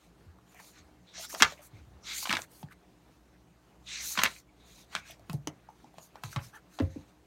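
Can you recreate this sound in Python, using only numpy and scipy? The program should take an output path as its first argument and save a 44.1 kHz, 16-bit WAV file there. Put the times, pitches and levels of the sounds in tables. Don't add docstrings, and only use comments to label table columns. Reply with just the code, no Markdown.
import sys
import numpy as np
from scipy import signal
from scipy.fft import rfft, irfft, next_fast_len
from scipy.io import wavfile
from scipy.ndimage import uniform_filter1d, map_coordinates

SR = 44100
rng = np.random.default_rng(int(sys.argv[2]) if len(sys.argv) > 2 else 0)


def digitize_waveform(pressure):
    field = np.atleast_2d(pressure).T
    bounded = np.clip(field, -1, 1)
    quanta = np.round(bounded * 32767).astype(np.int16)
    wavfile.write(sys.argv[1], SR, quanta)


N = 320166

# (frequency [Hz], level [dB])
HISS_COLOUR = [(5000, -44.5), (8500, 0), (10500, 1.5), (12500, 1.5), (15500, -5)]


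def amp(db):
    return 10 ** (np.asarray(db) / 20)


def unit(x):
    return x / np.sqrt(np.mean(x ** 2) + 1e-20)


def along(points, hz):
    f, v = np.transpose(points)
    return np.interp(np.log(hz + 1), np.log(f + 1), v)


def wobble(rate):
    knots = rng.standard_normal(int(N * rate / SR) + 4)
    return map_coordinates(knots, [np.arange(N) * rate / SR])


def filtered(x, response):
    m = next_fast_len(x.shape[-1] + 8192)
    spectrum = rfft(x, m) * response(np.fft.rfftfreq(m, 1 / SR))
    return irfft(spectrum, m)[..., :x.shape[-1]]


def mode(f, hz, width):
    return 1j * f * width / (hz * hz - f * f + 1j * f * width)


def rush(response, patchy_db):
    z = signal.stft(rng.standard_normal(N), nperseg=512)[2]
    field = uniform_filter1d(rng.standard_normal(z.shape), size=8, axis=0)
    field = uniform_filter1d(field, size=8, axis=1)
    patchy = signal.istft(z * amp(patchy_db * unit(field)), nperseg=512)[1][:N]
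    return unit(filtered(patchy, response))


def add(track, s, sound):
    part = track[round(s * SR):][:len(sound)]
    part += sound[:len(part)]


def room_tone():
    # (frequency [Hz], level [dB per Hz])
    air_colour = [(15, -55), (25, -19.5), (48, 0.5), (70, -2.5), (91, -23.5), (107, -10.5), (179, -9),
                  (269, -11), (361, -9.5), (572, -15.5), (710, -13), (881, -16.5), (1360, -21.5),
                  (15800, -41.5)]
    # (frequency [Hz], width [Hz], level [dB])
    hum_bands = [(60.4, 1.5, -69), (120, 20, -73), (179, 21, -71), (229, 34, -87), (304.2, 18, -73)]
    level_db = -63 + 1.3 * wobble(9.0)
    air = amp(level_db) * rush(lambda f: amp(along(air_colour, f)), patchy_db=-1.5)
    hum = 0
    for hz, width, db in hum_bands:
        tone = filtered(rng.standard_normal(N), lambda f: mode(f, hz, width) ** 2)
        hum = hum + amp(db) * unit(tone)
    return air + hum


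def stroke(t, start, length, rise, fall):
    return -rise * np.clip(start - t, 0, None) - fall * np.clip(t - start - length, 0, None)


def handling():
    # (skin [dB], flutter [dB], hiss [dB])
    holding = (-82.5, -79.5, -87)
    # (start [s], speed-up [s], time taken [s],
    # stop [s], skin on paper [dB], flutter above skin [dB], slow and fast hiss above skin [dB])
    sweeps = [(1.128, 1.185, .018, 1.252, -43.5, -6.5, -38.5, -4.5),
              (2.033, 2.143, 0.025, 2.24, -38.5, -12.5, -21, -2),
              (3.855, 4.011, 0.035, 4.138, -40.5, -13.5, -30.5, 0)]
    # (start [s], length [s], skin [dB], flutter above skin [dB],
    # hiss above skin [dB], fading of skin [dB per s], fading of flutter [dB per s])
    turns = [(1.425, .11, -42, -1, -21, 90.1, 70.4), (2.27, .17, -43, -7.5, -9.5, 83, 30),
             (4.18, .22, -38.5, -3, -19, 92.7, 169)]
    # (start [s], length [s], skin [dB], flutter above skin [dB],
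    # hiss above skin [dB], swell over the length [dB], slope of both edges [dB per s])
    rubs = [(.035, 0.012, -70.5, -7, -8.5, 3, 257.4), (.525, 0.01493, -66, 2, -4.5, -5, 230),
            (.575, 0.0357, -72, 14.5, 2.5, -6.5, 299.6), (.62, 0.07, -59.5, -9, -3, 0.5, 262),
            (.74, .052, -66, -0.5, -18, 8, 420), (1.075, 0.11, -67.5, 1.5, -32, -1.5, 448),
            (1.3, .046, -49.5, -15, 1.5, -1.5, 910), (1.33, .04, -64, 13, -3, -4, 504),
            (1.382, 0.024, -47.5, -15, -2.5, 4, 708), (1.53, .085, -63.5, 6.5, -6, -7.5, 399.4),
            (1.629, 0.041, -61, -6, 4, -1, 901), (1.754, 0.038, -70, 5, -15, 0, 248.3),
            (2.52, 0.1, -65.5, -5, 4, 0.5, 600), (2.714, 0.015, -71.5, 17.5, 1, 2.5, 1305),
            (3.1, .2, -83.5, -1.5, -6, 1.5, 89.5), (3.88, 0.033, -64, -5.5, -7.5, 0, 300),
            (4.149, 0.092, -62.5, -11.5, 9, -6.5, 303.7), (4.57, 0.065, -78, -7.5, -16, -0.5, 200),
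            (4.669, .145, -64.5, -9, -6.5, 6, 331), (4.932, 0.055, -52.5, -2, -14.5, 3, 507),
            (5.074, 0.046, -54.5, -5.5, -11.5, 0.5, 417.4), (5.31, 0.035, -65, 2.5, -1, 4, 400),
            (5.79, 0.051, -74.5, 1, -8.5, 0.5, 108.5), (5.985, .012, -66, 0, -7.5, -6.5, 251),
            (6.028, 0.033, -62.5, -26, 2, -2.5, 417), (6.165, .03, -75.5, 12, 0, -4, 308.4),
            (6.245, .04, -51, -11, -8, -8, 899), (6.3, 0.032, -55, -10, -5.5, 4, 400.5),
            (6.39, 0.0178, -65.5, 18, -11, -8.5, 297), (6.438, 0.053, -55, -8, -3.5, -9, 397.7),
            (6.551, 0.021, -63.5, 9.5, 1, -3.5, 678), (6.748, 0.033, -63.5, 0, -1, -3, 352.5),
            (6.8, 0.071, -67, 9, -8, -5.5, 447), (6.915, 0.093, -67, 0.5, -11, -5, 201),
            (7.085, 0.007, -72, -8.5, -11.5, 2.5, 299)]
    grip_s, sweep_fall = 0.07, 800
    fast_gain_db, fast_flutter_db = -0.95, -3
    turn_rise, turn_fall = 320, 810
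    hiss_fade = 0.3

    t = np.arange(0, N / SR + 0.002, 0.001)
    levels = [np.array(holding)[:, None] + 0 * t]
    for start, quick, taking, stop, db, flutter_db, hiss_db, fast_hiss_db in sweeps:
        fast = (1 + np.tanh((t - quick) / taking)) / 2
        grip_db = 20 * np.log10(np.clip((t - start) / grip_s, 1e-4, 1))
        skin = db + grip_db + fast_gain_db * fast - sweep_fall * np.clip(t - stop, 0, None)
        flutter = skin + flutter_db + fast_flutter_db * fast
        hiss = skin + hiss_db + (fast_hiss_db - hiss_db) * fast
        levels.append([skin, flutter, hiss])
    for start, length, db, flutter_db, hiss_db, fade, flutter_fade in turns:
        edge = db + stroke(t, start, length, turn_rise, turn_fall)
        age = np.clip(t - start, 0, length)
        flutter = edge + flutter_db - flutter_fade * age
        hiss = edge + hiss_db - hiss_fade * fade * age
        levels.append([edge - fade * age, flutter, hiss])
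    for start, length, db, flutter_db, hiss_db, swell_db, edge in rubs:
        swell = swell_db * np.clip((t - start) / length, 0, 1)
        skin = db + swell + stroke(t, start, length, edge, edge)
        levels.append([skin, skin + flutter_db, skin + hiss_db])
    total = 10 * np.log10(np.sum(amp(levels) ** 2, axis=0))
    return [np.interp(np.arange(N) / SR, t, row) for row in total]


def sliding():
    # (frequency [Hz], width [Hz], level [dB])
    page_modes = [(2250, 1000, -6), (3950, 1300, 0), (6150, 1800, 0), (8400, 2600, -13)]
    # (frequency [Hz], level [dB])
    flutter_colour = [(350, -40), (800, -8), (1400, -2.5), (2400, -7.5), (3200, -12), (6000, -32.5)]

    def page(f, tilt_db):
        tilt = tilt_db * np.log2([hz / 5000 for hz, _, _ in page_modes])
        return sum((-1) ** k * amp(db + tilt[k]) * mode(f, hz, width) ** 2
                   for k, (hz, width, db) in enumerate(page_modes))

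    skin_db, flutter_db, hiss_db = handling()
    grain = wobble(220)
    slow = rush(lambda f: page(f, tilt_db=-6.0), patchy_db=-2.67)
    fast = rush(lambda f: page(f / 1.07, tilt_db=5.0), patchy_db=3.5)
    speed = np.pi / 2 * np.clip((hiss_db - skin_db + 18.0) / 22, 0, 1)
    skin = unit(amp(1.1 * grain) * (np.cos(speed) * slow + np.sin(speed) * fast))
    flutter_noise = rush(lambda f: amp(along(flutter_colour, f)), patchy_db=5.0)
    flutter = unit(amp(0.45 * grain + 2.6 * wobble(50)) * flutter_noise)
    hiss = unit(amp(grain) * rush(lambda f: amp(along(HISS_COLOUR, f)), patchy_db=1.2))
    return amp(skin_db) * skin + amp(flutter_db) * flutter + amp(hiss_db) * hiss


def thuds():
    # (time [s], level before trim [dB], settled pitch [Hz], decay stretch [ratio])
    landings = [(0.262, -49, 82.5, 0.2), (0.798, -54.5, 68.5, 2.8), (1.333, -48.5, 320, 1.2),
                (1.41, -29.5, 234, 1.1), (1.731, -45.5, 95.5, 0.76), (1.773, -52, 70.4, 0.63),
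                (1.868, -54.5, 91.5, 0.62), (1.931, -55.5, 75, 0.55), (2.291, -35.5, 199, 1.2),
                (2.331, -35, 260, 1.5), (2.633, -36, 148.5, 0.52), (4.178, -35.5, 199, 1.9),
                (4.236, -36, 219, 0.85), (4.948, -49, 185, 3.2), (5.212, -55, 96, 1.4),
                (5.293, -35, 159, 0.34), (5.336, -28, 133, 0.5), (5.377, -47.5, 144.3, 2.7),
                (5.47, -32, 289, 0.67), (5.834, -53, 244, 0.92), (5.971, -51.5, 151, 0.68),
                (6.239, -36.5, 111.6, 1.3), (6.361, -27, 122, 0.66), (6.801, -19.5, 260, 0.82),
                (6.817, -24, 89.7, 0.82), (6.959, -33, 267, 0.71)]
    # (frequency [Hz], level [dB], t60 before stretch [s])
    desk_modes = [(60, -1.5, .16), (92, 1, .18), (146.1, -3, .24), (207.4, -3.5, .14), (255, -4, .13),
                  (320.6, -1.5, .15), (436, -3, .12), (532, -1, 0.29), (669, -5.5, .13)]
    focus_base_db, focus_grows = 4, 0.22
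    soft_slope = 0.82
    ring_share = 0.5

    out, t = np.zeros(N), np.arange(SR // 2) / SR
    for s, db, pitch_hz, stretch in landings:
        focus_db = focus_base_db - focus_grows * (db + 30)
        soft_db = soft_slope * max(-20 - db, 0)
        luck = rng.standard_normal((len(desk_modes), 2)) * [2.5, 0.025]
        cycles = t * pitch_hz
        turns = cycles + 0.43 * (1 - np.exp(-cycles / 0.45))
        push = cycles * np.exp(1 - cycles / 1.1) * np.sin(2 * np.pi * turns)
        ring = 0
        for (hz, level, t60), (luck_db, detune) in zip(desk_modes, luck):
            octaves = np.log2(hz / pitch_hz)
            mode_db = level - focus_db * abs(octaves) - soft_db * max(octaves, 0) + luck_db
            decay = amp(mode_db - 60 * t / (t60 * max(stretch, 0.2)))
            onset = 1 - np.exp(-t * hz / 1.3)
            ring = ring + decay * onset * np.sin(2 * np.pi * hz * (1 + detune) * t)
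        rattle = 1 + 0.074 * np.interp(t * 180, np.arange(90), rng.standard_normal(90))
        blow = push / np.abs(push).max() + ring_share * rattle * ring / np.abs(ring).max()
        add(out, s + 0.0015, amp(db + 1.0) * blow / np.abs(blow).max())
    return out


def snaps():
    # (time [s], sheet ring [dB],
    # crack above ring [dB], bright tip above ring [dB], ring pitch [Hz])
    buckles = [(0.386, -55, -8, -30, 1190), (.546, -53.5, -7, -3, 720), (.6, -48, 0, -11, 900),
               (1.18, -48.5, -15.5, -19.5, 650), (1.195, -45, -23, -31, 646),
               (1.329, -41.5, 0, -24.5, 1078), (1.341, -34.5, -22, -37.5, 670), (1.348, -28, -3, -19, 1370),
               (1.358, -37, -15, -33, 770), (1.402, -25, -25, -29.5, 1500), (1.408, -22, -12, -29, 2250),
               (1.4224, -3.5, -2, -36.5, 1960), (1.427, -10, -30, -56, 1330),
               (1.432, -16.5, -30, -54.5, 1440), (1.446, -18.5, -32, -55, 1340),
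               (1.522, -41, -3.5, -24.5, 612), (1.592, -51, -16.5, -30, 616),
               (2.228, -35, -11.5, -25, 1090), (2.255, -25, -32, -24, 1370), (2.272, -28, -8, -18, 980),
               (2.294, -21, -17, -22.5, 2550), (2.305, -21.5, -22, -18, 1920),
               (2.311, -19.5, -29, -30, 1550), (2.327, -16.5, -6, -25, 2410), (2.335, -20, -30, -36.5, 960),
               (2.34, -32, -30, -36, 1800), (2.351, -23, -32, -30.5, 2300), (2.3686, -17.5, -15, -36, 1680),
               (2.39, -32, -30, -31, 720), (2.419, -40, 11, -12.5, 2572), (2.629, -38, -18, -20.5, 796),
               (2.686, -55, -9, -27.5, 1743), (2.723, -48.5, -8, -20.5, 2012),
               (4.154, -36.5, -15.5, -26, 1492), (4.175, -18.5, -27, -40, 1470),
               (4.189, -16, -12, -39, 3320), (4.192, -17.5, -28, -40, 1110),
               (4.217, -20.5, -28, -30.5, 1810), (4.235, -12, -1, -10, 1190),
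               (4.244, -19.5, -28, -26.5, 1806), (4.253, -18, -31, -38.5, 1740),
               (4.259, -16.5, -32, -40.5, 2200), (4.272, -28, -39, -35, 1490),
               (4.363, -44.5, -25, -20, 2330), (4.951, -18.5, -7, -33, 1340), (4.962, -28, -39, -30, 2250),
               (5.098, -48.5, -18, -20, 680), (5.109, -44, -7.5, 1, 3330), (5.195, -54, -2, -6.5, 648),
               (5.297, -31.5, -16, -12, 1120), (5.331, -43, 3.5, 1.5, 797), (5.473, -25, -1.5, -15, 928),
               (5.688, -42, -26.5, -31, 839), (5.702, -49.5, -18, -15, 900), (5.843, -48.5, -5.5, -30, 823),
               (5.941, -50.5, -18, -12, 730), (5.9833, -36.5, -5.5, -26, 772),
               (6.156, -38, -15.5, -24, 796), (6.236, -29, -16.5, -12.5, 1130),
               (6.329, -38, -12, -24, 1500), (6.361, -25.5, -17, -25, 1120), (6.367, -33, -30.5, -40, 1050),
               (6.788, -31, -20.5, -27, 880), (6.799, -31, -17, -25, 1100),
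               (6.806, -36.5, -24.5, -44.5, 1865), (6.821, -40, -35, -13.5, 670)]
    # (frequency [Hz], level [dB])
    crack_colour = [(1200, -18.5), (2500, -5.5), (4000, -2.5), (6000, 1.5), (8000, -3), (10500, -21)]
    shiver_s, shiver_slope = 0.033, -0.17
    crack_s, crack_grows = 0.00055, 0.025
    tap_width = 0.2

    rings, cracks, tips = np.zeros((3, N))
    t = np.arange(SR // 12) / SR

    def run(rise):
        return t / rise * np.exp(1 - t / rise)

    def peak(x):
        return x / np.abs(x).max()

    for s, db, crack_db, tip_db, hz in buckles:
        abrupt = np.clip((crack_db + 26) / 20, 0, 1)
        spread = np.clip((db + 46) / 22, 0.05, 1)
        t60 = shiver_s * (hz / 1000) ** shiver_slope
        push_noise, crack_noise, tip_noise = rng.standard_normal((3, len(t)))
        aftershocks = amp(-60 * t / max(t60, 0.005)) * (1 - np.exp(-t / 0.0022))
        buckle = run(0.0015 - 0.00082 * abrupt)
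        push = (buckle + (1.7 - 0.96 * abrupt) * aftershocks) * push_noise

        def sheet(f):
            spot = (1 - 0.45 * spread) * mode(f, hz, 0.45 * hz) ** 2
            return spot + 0.55 * spread * mode(f, 2100, 4000) ** 2

        shiver = filtered(push, sheet)
        tap = filtered(run(0.0001), lambda f: mode(f, hz, (tap_width + 0.75 * spread) * hz) ** 2)
        burst = run(crack_s * 2 ** (crack_grows * max(db + 20.5, 0))) + 0.05 * aftershocks
        add(rings, s, amp(db + 2.5) * peak(peak(shiver) + (2.2 - 1.5 * spread) * peak(tap)))
        add(cracks, s, amp(db + crack_db + 1.5) * burst * crack_noise)
        add(tips, s, amp(db + tip_db + 2.5) * burst * tip_noise)

    def dull(f):
        return 1 / (1 - (f / 5500) ** 2 + 1.4j * f / 5500)

    ringing = filtered(rings, dull)
    cracking = filtered(cracks, lambda f: amp(along(crack_colour, f)))
    return ringing + cracking + filtered(tips, lambda f: amp(along(HISS_COLOUR, f)))


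def singing():
    # (start [s], length [s], level before trim [dB], middle pitch [Hz], glide over length [octaves])
    bands = [(1.081, 0.11, -54, 3660, -.05), (1.158, 0.21, -45.5, 5500, .15),
             (2.038, 0.22, -49.5, 5710, -.03), (2.041, .07, -50.5, 1316, .15),
             (2.092, 0.092, -46, 2125, .05), (3.874, 0.062, -44, 3850, 0.021),
             (3.926, 0.21, -40, 6200, -0.0022), (3.934, 0.091, -42, 2250, -0.17),
             (4.6, .24, -60.5, 3670, -0.032), (4.045, .085, -36, 6230, -0.09),
             (4.962, 0.14, -51.5, 2344, .25), (6.428, 0.039, -52, 5400, 0.056)]
    width, rise, fall = 0.12, 800, 690
    out, t = np.zeros(N), np.arange(-SR // 10, SR // 2) / SR
    for start, length, db, hz, glide in bands:
        pitch = hz * 2 ** (glide * (np.clip(t / length, 0, 1) - 0.5))
        noise = rng.standard_normal((2, len(t)))
        a, b = [unit(filtered(v, lambda f: 1 / (1 + (f / (width * hz)) ** 2))) for v in noise]
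        phase = 2 * np.pi * np.cumsum(pitch) / SR
        level = amp(db - 8.5 + stroke(t, 0, length, rise, fall))
        add(out, start + t[0], level * (a * np.cos(phase) + b * np.sin(phase)))
    return out


def squeak():
    # (time [s], pitch [Hz], level [dB])
    slip_points = [(6.528, 722, -62), (6.538, 829, -52.5), (6.552, 895, -55), (6.563, 861, -49),
                   (6.572, 777, -55.5)]
    s, hz, db = np.transpose(slip_points)
    t = np.arange(N) / SR
    pitch = np.interp(t, s, hz) * (1 + 0.035 * wobble(300))
    phase = 2 * np.pi * np.cumsum(pitch) / SR
    tone = amp(-3.5) * np.sin(phase) + np.sin(2 * phase) + amp(-23.0) * np.sin(3 * phase)
    return amp(np.interp(t, s, db, left=-200, right=-200)) * tone


def walls(x):
    # (frequency [Hz], t60 [s])
    room_decay = [(100, 0.3), (1000, 0.17), (4000, 0.063), (12000, 0.06)]
    out, step = np.zeros(N), SR // 2
    for i in range(0, N, step):
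        hz, t, z = signal.stft(rng.standard_normal(SR // 3), SR, nperseg=256)
        decay = amp(-60 * t / along(room_decay, hz)[:, None])
        tail = signal.istft(z * decay, SR, nperseg=256)[1]
        answer = signal.fftconvolve(x[i:i + step], tail / np.linalg.norm(tail))
        add(out, i / SR + 0.0037, answer)
    return out


def scene():
    paper, desk = snaps(), thuds()
    reverb = walls(amp(-9.5) * paper + amp(-15.5) * desk)
    mono = room_tone() + sliding() + desk + paper + singing() + squeak() + reverb
    return np.array([mono, mono])


def record(dry):
    dip_hz, dip_width_hz, dip_share = 10530, 1000, 0.34
    top_hz = 15900

    def colour(hz):
        bass = (hz * hz / (48 ** 2 - hz * hz + 1j * hz * 60)) ** 2
        return bass * (1 - dip_share * mode(hz, dip_hz, dip_width_hz))

    coloured = filtered(dry, colour)
    rounded = coloured / (1 + np.abs(coloured / 0.93) ** 6) ** (1 / 6)
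    return filtered(rounded, lambda hz: hz < top_hz)


dry = scene()
out = record(dry)
digitize_waveform(out)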